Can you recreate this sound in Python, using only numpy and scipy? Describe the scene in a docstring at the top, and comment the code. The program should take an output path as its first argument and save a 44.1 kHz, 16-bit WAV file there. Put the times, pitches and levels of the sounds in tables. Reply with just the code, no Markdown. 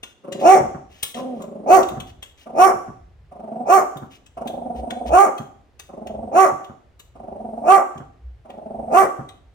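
"""A small dog growls and barks eight times at something outside, on a window sill in a living room.
Each growl throbs about 24 times a second and leads into one arched yap with low grunts behind it;
these voices are vocal-fold pulses and puffs of air, filtered by throat and mouth resonances.
Wet mouth clicks and soft sniffs are shaped noise, a smooth moan is the growl's voice without throbs.
Dull low bumps are sine swells; filtered noise makes the quiet room, and sparse echoes answer the dog."""
import sys
import numpy as np
from scipy import signal
from scipy.fft import rfft, irfft, next_fast_len
from scipy.io import wavfile
from scipy.ndimage import uniform_filter1d, map_coordinates

SR = 44100
rng = np.random.default_rng(int(sys.argv[2]) if len(sys.argv) > 2 else 0)


def persist_wave(psi):
    """Save psi, clipped to +-1, as 16-bit WAV."""
    counts = np.round(np.clip(psi, -1, 1) * 32767).astype(np.int16)
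    wavfile.write(sys.argv[1], SR, np.atleast_2d(counts).T)


N = 420713

# Yaps: (onset [s], length at full voice [s], effort [dB], top pitch [Hz], place of the top [share of length],
#        then relative to effort: chest under 600 Hz [dB], open-mouth resonance [dB],
#        upper throat resonance [dB], hiss [dB])
YAPS = [(0.459, 0.11, -7, 385.4, 0.7245, 3.5, -9.5, -18, -22),
        (1.708, 0.078, -7, 383, 0.58, 4.5, -6.5, -21.5, -20),
        (2.595, 0.089, -9, 387.2, 0.59, 2.5, -2.5, -18, -20),
        (3.702, 0.091, -10.5, 387.9, 0.58, 1.5, -2, -18, -19),
        (5.137, 0.12, -10, 396.5, 0.8, 1.5, -4, -21, -22.5),
        (6.363, 0.103, -10.5, 380.1, 0.45, 2.5, -2.5, -17, -21),
        (7.685, 0.098, -9.5, 394.3, 0.6, -0.5, -2, -18, -23.5),
        (8.947, 0.086, -10.5, 387.3, 0.6, 2, -1.5, -15.5, -20.5)]
# Growls: (first throb [s], length [s], first throb period [s], start effort [dB], end effort [dB],
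#          start pitch [Hz], end pitch [Hz], jaw gap as gain of the throat above 600 Hz [dB])
GROWLS = [(0.25, 0.18, 0.0355, -35, -24.5, 190, 188.3, -14.5),
          (1.408, 0.27, 0.038, -31, -32, 195.9, 207, -10.5),
          (2.471, 0.099, 0.034, -31.5, -32.5, 221, 250.2, -0.5),
          (3.325, 0.32, 0.0391, -38.5, -23, 189.1, 236.5, 3),
          (4.381, 0.715, 0.0393, -27, -26, 238.3, 241.1, 3),
          (5.9, 0.415, 0.0405, -37, -26.5, 188.5, 231.5, -1.5),
          (7.162, 0.53, 0.0402, -37, -25.5, 176, 238.4, 2.5),
          (8.461, 0.5, 0.0404, -39, -24.5, 171, 239.7, 3.5)]
# Grunts as the throat closes after a bark: (time [s], relative level [dB], nominal pitch [Hz])
GRUNTS = [(0.602, -21, 129), (0.639, -23, 124.5), (0.743, -25, 197.2), (1.911, -26.5, 98.6),
          (1.966, -23.5, 140.8), (2.004, -32.5, 140), (2.738, -27.5, 208.3), (2.879, -27, 145.9),
          (3.955, -27, 166.4), (4.019, -27, 141.8), (5.395, -25.5, 149.2), (6.518, -27, 136.7),
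          (6.691, -31, 136), (7.955, -25.5, 166.7), (7.999, -30, 163), (9.188, -23, 154.1)]
# Clicks of lips and tongue: (time [s], relative level [dB], bite under 4.7 kHz [dB], sparkle over 8 kHz [dB])
MOUTH_CLICKS = [(0.0313, -29, -1, -17.5), (0.322, -26, -5, -14.5), (1.028, -17, -6, -3),
                (1.1428, -33.5, 0, -21), (1.4188, -39, -11, -7), (1.8281, -27, -5.5, -18),
                (1.885, -34, -3.5, -7.5), (1.9998, -33, 1, -12), (2.2252, -32, -0.5, -12.5),
                (3.9694, -40.5, -4, -5), (4.261, -45, -5, -13), (4.4724, -33, 0, -6),
                (4.904, -31, 1.5, -16.5), (5.378, -34, -3.5, -8), (5.794, -32, -5.5, -11.5),
                (6.0684, -40, 0, -13), (6.6426, -46.5, 2, -10), (6.9944, -39, -6, -9.5),
                (7.9762, -45, -2.5, -11.5), (8.4998, -50, 5.5, -10.5), (9.2877, -41.5, 1, -13)]
# Dull bumps: (time of the height [s], relative level [dB])
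BUMPS = [(4.805, -35), (5.095, -36), (5.134, -35), (8.275, -36.5), (8.344, -47.5)]
# Soft sniffs: (time [s], level [dB], length [s])
SNIFFS = [(0.018, -67.5, 0.13), (0.387, -46, 0.062), (0.88, -56.5, 0.18), (1.038, -51, 0.0683),
          (1.146, -46, 0.076), (1.33, -64, 0.145), (2.059, -53.5, 0.061), (2.263, -66.5, 0.05),
          (2.363, -55.5, 0.096), (4.094, -53.5, 0.0935), (4.739, -57, 0.085), (5.055, -45.5, 0.048)]
# One moan that sinks into the second growl: (time [s], effort [dB], pitch [Hz], roughness [0-1],
#          then relative to effort: open-mouth resonance [dB], rasp [dB])
MOAN = [(1.145, -35.5, 234, 0.3, -16, -12.5), (1.18, -31, 252.6, 0.5, -4, -31.5),
        (1.25, -30, 259.4, 0.2, -20, -31), (1.33, -31.5, 240.1, 0.2, -26, -33.5),
        (1.4, -36.5, 203, 0.6, -23, -32.5)]

# Throat resonances of the yap: (frequency [Hz], level [dB])
YAP_THROAT = [(60, -42.5), (180, -18), (280, -13.5), (380, -12), (480, -8.5), (620, 0.5), (760, -1.5),
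              (900, -3), (1020, -12), (1170, -4), (1400, -16.5), (1600, -22)]
# Upper throat resonance of the yap: (frequency [Hz], level [dB])
YAP_UPPER = [(1200, -38), (1650, -8.5), (1950, 2), (2330, 0.5), (2700, -17.5), (3200, -17.5), (3800, -26.5),
             (5000, -53.5)]
# Breathy hiss of the yap: (frequency [Hz], level [dB])
YAP_HISS = [(2000, -40), (3200, -14.5), (3750, -22), (4300, -8), (4800, -18), (5500, -2.5), (6700, -1.5),
            (7900, -7), (9300, -9.5), (11000, -9.5), (14000, -11.5), (16000, -11)]
# Throat resonances of the growl: (frequency [Hz], level [dB])
GROWL_THROAT = [(60, -40.5), (150, -13.5), (225, -5.5), (330, -7), (450, -12.5), (560, -3.5), (700, -1),
                (830, -9), (1000, -19), (1200, -28.5), (1600, -40)]
# Raspy puffs of the growl: (frequency [Hz], level [dB])
GROWL_RASP = [(1000, -34.5), (1800, -1.5), (2800, 2.5), (4300, -18), (5600, -8.5), (7000, -11), (8700, -9),
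              (11000, -9.5), (16000, -33.5)]
# Air between the teeth in a growl: (frequency [Hz], level [dB])
GROWL_AIR = [(4000, -28.5), (5800, -14), (7600, -12.5), (8500, 3), (9200, 2), (10000, -14), (16000, -22)]
# Wet crackle of the clicks: (frequency [Hz], level [dB])
CLICK_COLOUR = [(100, -6.5), (600, -9.5), (1500, -7), (2400, -2.5), (3300, 3.5), (4500, -17.5), (6300, -7),
                (9000, -15), (15000, -14.5)]
# Air through the nose: (frequency [Hz], level [dB])
SNIFF_COLOUR = [(300, -20), (1200, -8), (2000, -1.5), (3000, 5.5), (4500, -7.5), (6300, -4.5),
                (9000, -15.5), (15000, -17.5)]
# Room tone: (frequency [Hz], level [dB])
ROOM_TONE_COLOUR = [(25, -17), (60, 4.5), (130, -3), (300, -12), (650, -20.5), (1100, -28), (2100, -31),
                    (4000, -38.5), (7000, -47), (16000, -59.5)]
# Ring time of the room: (frequency [Hz], time to fall by 60 dB [s])
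ROOM_T60 = [(120, 0.66), (400, 0.555), (760, 0.53), (1200, 0.47), (2200, 0.53), (3300, 0.67), (7000, 0.556),
            (15000, 0.4)]
# Strength of the room's ring: (frequency [Hz], level [dB])
ROOM_COLOUR = [(100, -6), (380, 3), (760, -5), (1200, 1.5), (2500, -8), (6500, -5), (14000, -7)]
# Lead of the left microphone in the direct sound: (frequency [Hz], phase [rad])
LEFT_LEAD = [(100, -0.75), (380, 1.19), (740, 0.5), (900, 2.5), (1080, 5), (1180, 5.5), (1500, 4),
             (2000, 7.5), (2700, 8), (7000, 15), (16000, 27)]
# Balance of the direct sound: (frequency [Hz], left minus right [dB])
LEFT_BALANCE = [(100, 2), (240, -3), (380, 5), (620, 0), (770, -8), (1000, 5.5), (1200, -3), (2000, 0.5),
                (3200, 6), (6000, 7), (9000, 3.5), (14000, 9)]

# Room tone's base level, and the upper edge of the final band
ROOM_TONE_DB, EDGE_HZ = -52, 16100

# Yap roughness (0-1): hoarse until the voice catches, clean, hoarse again as it breaks
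CLEAN, HOARSE, CATCH_S, BREAK_S = 0.095, 0.62, 0.014, 0.029
# Yap effort: wells up out of the growl, jumps as the voice catches, sags while held, then drops
LEAD_IN_S, ATTACK_S, ATTACK_DB, JUMP_DB, JUMP_S = 0.05, 0.074, 38, 1.5, 0.0027
SAG_DB, RELEASE_S, RELEASE_DB_PER_S = 8, 0.046, 189.5
# Yap pitch arch: slack pitch; reach of the rise before the onset and width of the fall (shares of length)
SLACK_HZ, ARCH_RISE, ARCH_FALL = 195.9, 0.42, 0.3
# Jaws: opening times of mouth and upper resonance; loss of both and of the hiss while shut
OPEN_S, UPPER_OPEN_S, SHUT_MOUTH_DB, SHUT_UPPER_DB, SHUT_HISS_DB = 0.022, 0.075, -23, -24, -8.5
# Snarl: pitch at the onset, climb, width of each of its two filters
SNARL_HZ, SNARL_HZ_PER_S, SNARL_WIDTH_HZ = 2540, 5200, 360
# Snarl: level re effort, time of its peak, spread around the peak
SNARL_DB, SNARL_PEAK_S, SNARL_S = -25, 0.012, 0.052
# Thinning of the fundamental: depth, then place and width as shares of the yap's length
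THIN_DB, THIN_AT, THIN_WIDTH = -10, 0.59, 0.17

# Throbs: width, lengthening of the period per throb, unevenness in time and strength
THROB_S, THROB_SLOWING_S, THROB_JITTER_S, THROB_SPREAD_DB = 0.0067, 0.00042, 0.001, 1.5
# Growl between throbs (re throb) at its start and end; a power under 1 makes the swell come early
TROUGH_START_DB, TROUGH_END_DB, SWELL_POWER = -14, -9, 0.7
# Lips close early in a growl: time, then mouth resonance and rasp re effort, parted and closed
LIPS_CLOSE_S = 0.092
PARTED_MOUTH_DB, CLOSED_MOUTH_DB, PARTED_RASP_DB, CLOSED_RASP_DB = -8.5, -24, -23.5, -40
# Roughness between throbs (0-1), with lips closed and parted
GROWL_ROUGH, PARTED_ROUGH = 0.52, 0.8
# A growl eases in: how much weaker it starts, and for how long
EASE_DB, EASE_S = -2, 0.019
MOAN_JAW_DB, GRUNT_S, CLICK_DECAY_S = -6.5, 0.039, 0.005


def amp(db):
    """Turns decibels into a gain."""
    return 10 ** (np.asarray(db) / 20)


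def ramp(x):
    """Rises from 0 to 1 and stays there."""
    return np.clip(x, 0, 1)


def evened(x):
    """Scales a sound to an overall power of 1."""
    return x / np.sqrt(np.mean(x ** 2) + 1e-20)


def steadied(x, size=530):
    """Holds the running power of x at 1."""
    power = uniform_filter1d(uniform_filter1d(x ** 2, size), size)
    return x / np.sqrt(abs(power) + 1e-20)


def faded(x, count=260):
    """Softens both ends of a call."""
    i = np.arange(len(x))
    return x * np.minimum(np.minimum(i, i[::-1]) / count, 1)


def wobble(count, hz):
    """Random motion of unit size, low-passed at hz."""
    return evened(band(rng.standard_normal(count), hz, "low", order=2))


def read(points, hz):
    """A spectrum joined by straight lines on a log-frequency axis."""
    f, value = np.transpose(points)
    return np.interp(np.log(hz + 1), np.log(f + 1), value)


def band(x, hz, kind, order=4):
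    """Butterworth filter that keeps one part of the spectrum."""
    return signal.sosfilt(signal.butter(order, hz, kind, fs=SR, output="sos"), x)


def colour(x, points, size=4096):
    """Causal minimum-phase filter with the given spectrum."""
    hz = abs(np.fft.fftfreq(size, 1 / SR))
    log_gain = np.log(amp(read(points, hz)))
    taps = np.fft.ifft(np.exp(np.conj(signal.hilbert(log_gain)))).real
    return signal.fftconvolve(x, taps[:size // 2])[:len(x)]


def rippled(spectrum, ripple_db):
    """Teeth and lips lie differently each time and lay new narrow resonances over a spectrum."""
    hz = np.geomspace(100, 16000, 120)
    ripple = ripple_db * np.clip(rng.standard_normal(len(hz)), -2, 1)
    return np.transpose([hz, read(spectrum, hz) + ripple])


def add(mix, s, sound):
    """Lays a sound into the mix at s seconds."""
    part = mix[max(round(s * SR), 0):][:len(sound)]
    part += sound[:len(part)]


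def played(source, table):
    """All events of one table on one track."""
    track = np.zeros(N)
    for row in table:
        add(track, *source(*row))
    return track


def controls(rows):
    """Times and the smoothly joined columns of one call."""
    s, *columns = np.transpose(rows)
    t = np.arange(s[0], s[-1], 1 / SR)
    return t, [uniform_filter1d(np.interp(t, s, c), size=200) for c in columns]


def room_tone(swell_db=6.0, side_db=-14, hiss_db=-7):
    """Low hum of the house, slowly swelling and nearly alike in both channels, under a faint wide hiss."""
    common, apart = (evened(colour(rng.standard_normal(N), ROOM_TONE_COLOUR)) for _ in range(2))
    hum = band(common, 200, "low", order=2) * amp(swell_db * wobble(N, 1.6))
    mid = hum + band(common, 200, "high", order=2)
    side = amp(side_db) * apart + amp(hiss_db) * band(apart, 600, "high", order=2)
    return amp(ROOM_TONE_DB) * np.array([mid + side, mid - side])


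def room(x, early=1.3, early_s=0.016):
    """Sparse echoes: strong early ones from the window bay, then a tail that dies by band."""
    # one echo of random sign in every slot of 20 samples, drawn apart for each channel
    slots = np.arange(130, SR - 20, 20)
    at = slots + rng.integers(0, 20, (2, len(slots)))
    taps = np.zeros((2, SR))
    np.put_along_axis(taps, at, rng.choice([-1., 1.], at.shape), 1)
    hz, t, z = signal.stft(taps, SR, nperseg=256)
    decay = amp(-60 * t / read(ROOM_T60, hz)[:, None]) * (1 + early * np.exp(-t / early_s))
    # equal echo strength in every band before the room's colour
    strength = np.sqrt(np.mean(decay ** 2, axis=1, keepdims=True) * len(slots))
    decay *= amp(read(ROOM_COLOUR, hz))[:, None] / strength
    tail = signal.istft(z * decay, SR, nperseg=256)[1]
    return signal.fftconvolve(x[None], tail, axes=1)[:, :N]


def close_pair(x, hz=420):
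    """Long waves reach both microphones alike."""
    mid, side = (x[0] + x[1]) / 2, band((x[0] - x[1]) / 2, hz, "high", order=2)
    return np.array([mid + side, mid - side])


def microphones(x):
    """The direct sound reaches the two microphones with different phase and strength."""
    size = next_fast_len(N + 4096)
    hz = np.fft.rfftfreq(size, 1 / SR)
    tilt = amp(read(LEFT_BALANCE, hz))
    lag = np.exp(-1j * read(LEFT_LEAD, hz))
    # the power of both channels together stays the same at every frequency
    ports = np.array([tilt, lag]) * np.sqrt(2 / (1 + tilt ** 2))
    return irfft(rfft(x, size) * ports, size)[:, :N]


def bump(s, db, hz=62, width=0.038):
    """A soft, deep boom: a sine that swells and fades."""
    t = np.arange(-SR // 6, SR // 6) / SR
    return s + t[0], amp(db + 6.5) * np.exp(-(t / width) ** 2) * np.sin(2 * np.pi * hz * (t + s))


def sniff(s, db, length):
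    """A soft, uneven hiss of air through the dog's nose."""
    count = int(max(length, .02) * SR)
    air = colour(rng.standard_normal(count) * amp(1.3 * wobble(count, 150)), SNIFF_COLOUR)
    return s, amp(db) * evened(air * signal.windows.tukey(count, .6))


def mouth_click(s, db, bite_db, sparkle_db, gain_db=-1.5, linger_db=-24):
    """A short crackle of wet lips parting, with a faint trail."""
    t = np.arange(-SR // 50, SR // 10) / SR
    noise = rng.standard_normal(len(t)) * amp(1.2 * wobble(len(t), 650))
    crackle = colour(noise, rippled(CLICK_COLOUR, ripple_db=7.0))
    bite = amp(bite_db) * evened(band(crackle, 4700, "low"))
    middle = amp(-6) * evened(band(crackle, [4000, 8000], "band"))
    sparkle = amp(sparkle_db) * evened(band(crackle, 8000, "high"))
    fall = np.exp(-t / CLICK_DECAY_S) + amp(linger_db) * np.exp(-t / 0.068)
    shape = fall / (1 + np.exp(-(t - .0015) / .0017)) ** 2
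    return s + t[0], amp(db + gain_db) * shape / shape.max() * (bite + middle + sparkle)


def folds(hz, rough, jitter, air):
    """Pulses of the vocal folds and the puffs of air that they let through; rough folds beat unevenly."""
    count = len(hz)
    turns = np.cumsum(hz * (1 + jitter * (rough + 0.048) * wobble(count, 170))) / SR
    pulses = evened(sum(np.cos(2 * np.pi * k * turns) for k in np.arange(1, 17)))
    pulses *= amp(6.1 * rough * wobble(count, 160))
    # each puff starts strong and thins until the next beat
    puffs = evened((0.11 + np.exp(-(turns % 1) / 0.39)) * rng.standard_normal(count))
    return (1 - rough) * pulses + air * rough * puffs, puffs


def mouth(drive, throat, open_db):
    """The throat's first resonance always sounds; the second comes up as the jaws open."""
    voiced = colour(drive, throat)
    first = band(voiced, 950, "low", order=8)
    second = band(voiced, [980, 1650], "band", order=5)
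    return steadied(first) + amp(open_db - 1.5) * steadied(second)


def rasp(drive, spectrum, course, glide, ripple_db):
    """Air in narrow resonances that shift as the given course rises and falls."""
    ringing = colour(drive, rippled(spectrum, ripple_db))
    speed = 1 + glide * evened(course - course.mean())
    return evened(map_coordinates(ringing, [np.cumsum(speed)], order=3, mode="mirror"))


def grunt(s, db, hz, gain_db=-5):
    """A few slack beats of the folds, sinking in pitch."""
    u = np.linspace(0, 1, int(GRUNT_S * SR))
    drive, _ = folds(hz * (1.1 - 0.82 * u), 0.57, jitter=0.06, air=1.)
    throat = [(50, -11), (130, 0.5), (230, -1.5), (450, -13.5), (1400, -16.0), (3000, -50.5), (12000, -52)]
    voice = evened(colour(drive, throat))
    return s, amp(db + gain_db) * voice * np.sin(np.pi * u ** 0.28)


def low_voice(hz, rough, jaw_db, open_db, rasp_db, waver=.025):
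    """The hoarse, wavering voice behind nearly shut jaws."""
    drive, puffs = folds(hz * (1 + waver * wobble(len(hz), 35)), ramp(rough), jitter=.14, air=2.49)
    throat = [(f, db + jaw_db * (f > 600)) for f, db in GROWL_THROAT]
    return mouth(drive, throat, open_db) + amp(rasp_db) * evened(colour(puffs, GROWL_RASP))


def moan(rows):
    """The growling voice held smooth, without throbs."""
    t, (effort_db, hz, rough, open_db, rasp_db) = controls(rows)
    return t[0], faded(amp(effort_db) * low_voice(hz, rough, MOAN_JAW_DB, open_db, rasp_db))


def throbs(t, period, count=24):
    """A slowing, slightly uneven train of throbs, and the pinch of the throat just before each."""
    late, strong = rng.standard_normal((count, 2)).T
    periods = period + THROB_SLOWING_S * np.arange(count)
    starts = np.cumsum(periods) - periods + THROB_JITTER_S * late
    since = t - starts[:, None]
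    power = amp(THROB_SPREAD_DB * strong) ** 2 @ np.exp(-(since / THROB_S) ** 2)
    pinch = np.exp(-((since + .016) / .009) ** 2).sum(0)
    return power, pinch


def growl(s, length, period, start_db, end_db, start_hz, end_hz, jaw_db,
          pinch_db=-5, lift=0.052, air_db=-35.0):
    """A growl glides towards the bark; each throb pushes up its level and pitch and clears its tone."""
    t = np.arange(-.016, length, 1 / SR)
    swell = ramp(t / length) ** SWELL_POWER
    parted = np.exp(-np.maximum(t, 0) / LIPS_CLOSE_S)
    power, pinch = throbs(t, period)
    between = amp(TROUGH_START_DB + (TROUGH_END_DB - TROUGH_START_DB) * swell + pinch_db * pinch)
    effort = np.sqrt(between ** 2 + power)
    push = 1 - between / effort
    hz = (start_hz + (end_hz - start_hz) * swell) * (1 + lift * (push - push.mean()))
    rough = (GROWL_ROUGH + (PARTED_ROUGH - GROWL_ROUGH) * parted) * (1 - 0.32 * push)
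    open_db = CLOSED_MOUTH_DB + (PARTED_MOUTH_DB - CLOSED_MOUTH_DB) * parted
    rasp_db = CLOSED_RASP_DB + (PARTED_RASP_DB - CLOSED_RASP_DB) * parted
    # a thin stream of air swells and whistles between the teeth, most in long growls
    whistle = rasp(rng.standard_normal(len(t)), GROWL_AIR, -t, glide=0.017, ripple_db=6.5)
    air = amp(air_db) * length * swell * whistle
    voice = effort * low_voice(hz, rough, jaw_db, open_db, rasp_db) + air
    level_db = start_db + (end_db - start_db) * swell + EASE_DB * np.exp(-np.maximum(t, 0) / EASE_S)
    return s + t[0], faded(amp(level_db) * voice)


def resonate(x, hz, width):
    """A resonance of gain 1 that follows the curve hz."""
    # turn the moving resonance down to zero frequency, smooth, and turn back
    turn, r = np.exp(2j * np.pi * np.cumsum(hz) / SR), np.exp(-np.pi * width / SR)
    return 2 * (turn * signal.lfilter([1 - r], [1, -r], x / turn)).real


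def snarl(t, drive):
    """A bright resonance at the start of a yap that climbs as the lips draw back."""
    hz = SNARL_HZ + SNARL_HZ_PER_S * t
    ringing = resonate(resonate(drive, hz, SNARL_WIDTH_HZ), hz, SNARL_WIDTH_HZ)
    return amp(SNARL_DB) * np.exp(-((t - SNARL_PEAK_S) / SNARL_S) ** 2) * steadied(ringing)


def yap_effort(t, length, db):
    """The push of breath in dB: welling up, jumping, sagging and dropping."""
    attack_db = ATTACK_DB * (np.exp(np.minimum(t, 0) / ATTACK_S) - 1) - JUMP_DB * ramp(-t / JUMP_S)
    release_db = RELEASE_DB_PER_S * np.maximum(t - length, 0)
    return db + attack_db - SAG_DB * ramp(t / length) ** 4.2 - release_db


def yap_pitch(u, top_hz, top_at, waver):
    """Fold tension lifts the pitch from slack to its top and lets it fall, with a slight waver."""
    rise = np.maximum(top_at - u, 0) / (top_at + ARCH_RISE)
    fall = np.maximum(u - top_at, 0) / (1 - top_at + ARCH_FALL)
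    arch = np.exp(-rise ** 2.6 - fall ** 2.2)
    return (SLACK_HZ + (top_hz - SLACK_HZ) * arch) * (1 + waver * wobble(len(u), 40))


def thinned(drive, u):
    """Thins out the fundamental around one point of the yap."""
    fundamental = signal.sosfiltfilt(signal.butter(4, 540, fs=SR, output="sos"), drive)
    thinning = amp(THIN_DB * np.exp(-((u - THIN_AT) / THIN_WIDTH) ** 2))
    return drive + fundamental * (thinning - 1)


def bark(s, length, db, top_hz, top_at, chest_db, mouth_db, upper_db, hiss_db, muffle=0.75, waver=0.01):
    """A yap starts hoarse, rings clean along its pitch arch and breaks up at the end."""
    t = np.arange(-LEAD_IN_S, length + RELEASE_S, 1 / SR)
    u = t / length
    hz = yap_pitch(u, top_hz, top_at, waver)
    hoarse = ramp(-t / CATCH_S) + ramp(1 + (t - length) / BREAK_S)
    rough = ramp(CLEAN + (HOARSE - CLEAN) * hoarse)
    shut, upper_shut = (ramp((wide - t) / (wide + LEAD_IN_S)) for wide in (OPEN_S, UPPER_OPEN_S))
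    open_db = mouth_db + SHUT_MOUTH_DB * shut
    drive, puffs = folds(hz, rough, jitter=.12, air=1.84)
    drive = thinned(drive, u)
    # the upper resonance mixes voice and air; it opens late and its air sinks
    upper_air = rasp(puffs, YAP_UPPER, -t, glide=.04, ripple_db=7.0)
    upper = steadied(0.78 * evened(colour(drive, YAP_UPPER)) + upper_air)
    torn = (puffs + 0.34 * rng.standard_normal(len(t))) * amp(1.8 * wobble(len(t), 150))
    hiss = rasp(torn, YAP_HISS, hz, glide=.024, ripple_db=5.0)
    # nearly shut jaws muffle the top of the hiss
    hiss_top = amp(muffle * (open_db + 2)) * band(hiss, 8400, "high")
    hiss = evened(band(hiss, 8200, "low") + hiss_top)
    throat = [(f, level + chest_db * (f < 600)) for f, level in YAP_THROAT]
    voice = mouth(drive, throat, open_db) + snarl(t, drive + 0.4 * puffs)
    voice += amp(upper_db + SHUT_UPPER_DB * upper_shut) * upper
    voice += amp(hiss_db + SHUT_HISS_DB * upper_shut) * faded(hiss, count=1200)
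    return s + t[0], faded(amp(yap_effort(t, length, db)) * voice)


def scene(click_room_db=-2.5):
    """The dog at the window, the room's answer (weaker for the small clicks), bumps and room tone."""
    voice = played(bark, YAPS) + played(growl, GROWLS) + played(moan, [[MOAN]])
    voice += played(grunt, GRUNTS) + played(sniff, SNIFFS)
    clicks = played(mouth_click, MOUTH_CLICKS)
    echoes = close_pair(room(voice + amp(click_room_db) * clicks))
    return microphones(voice + clicks) + echoes + played(bump, BUMPS) + room_tone()


def record(dry):
    """Rounds off the loudest peaks, then limits the band."""
    rounded = dry / (1 + dry ** 8) ** (1 / 8)
    low_pass = signal.firwin(511, EDGE_HZ, window=("kaiser", 9), fs=SR)
    return signal.oaconvolve(rounded, low_pass[None], "same")


dry = scene()
out = record(dry)
persist_wave(out)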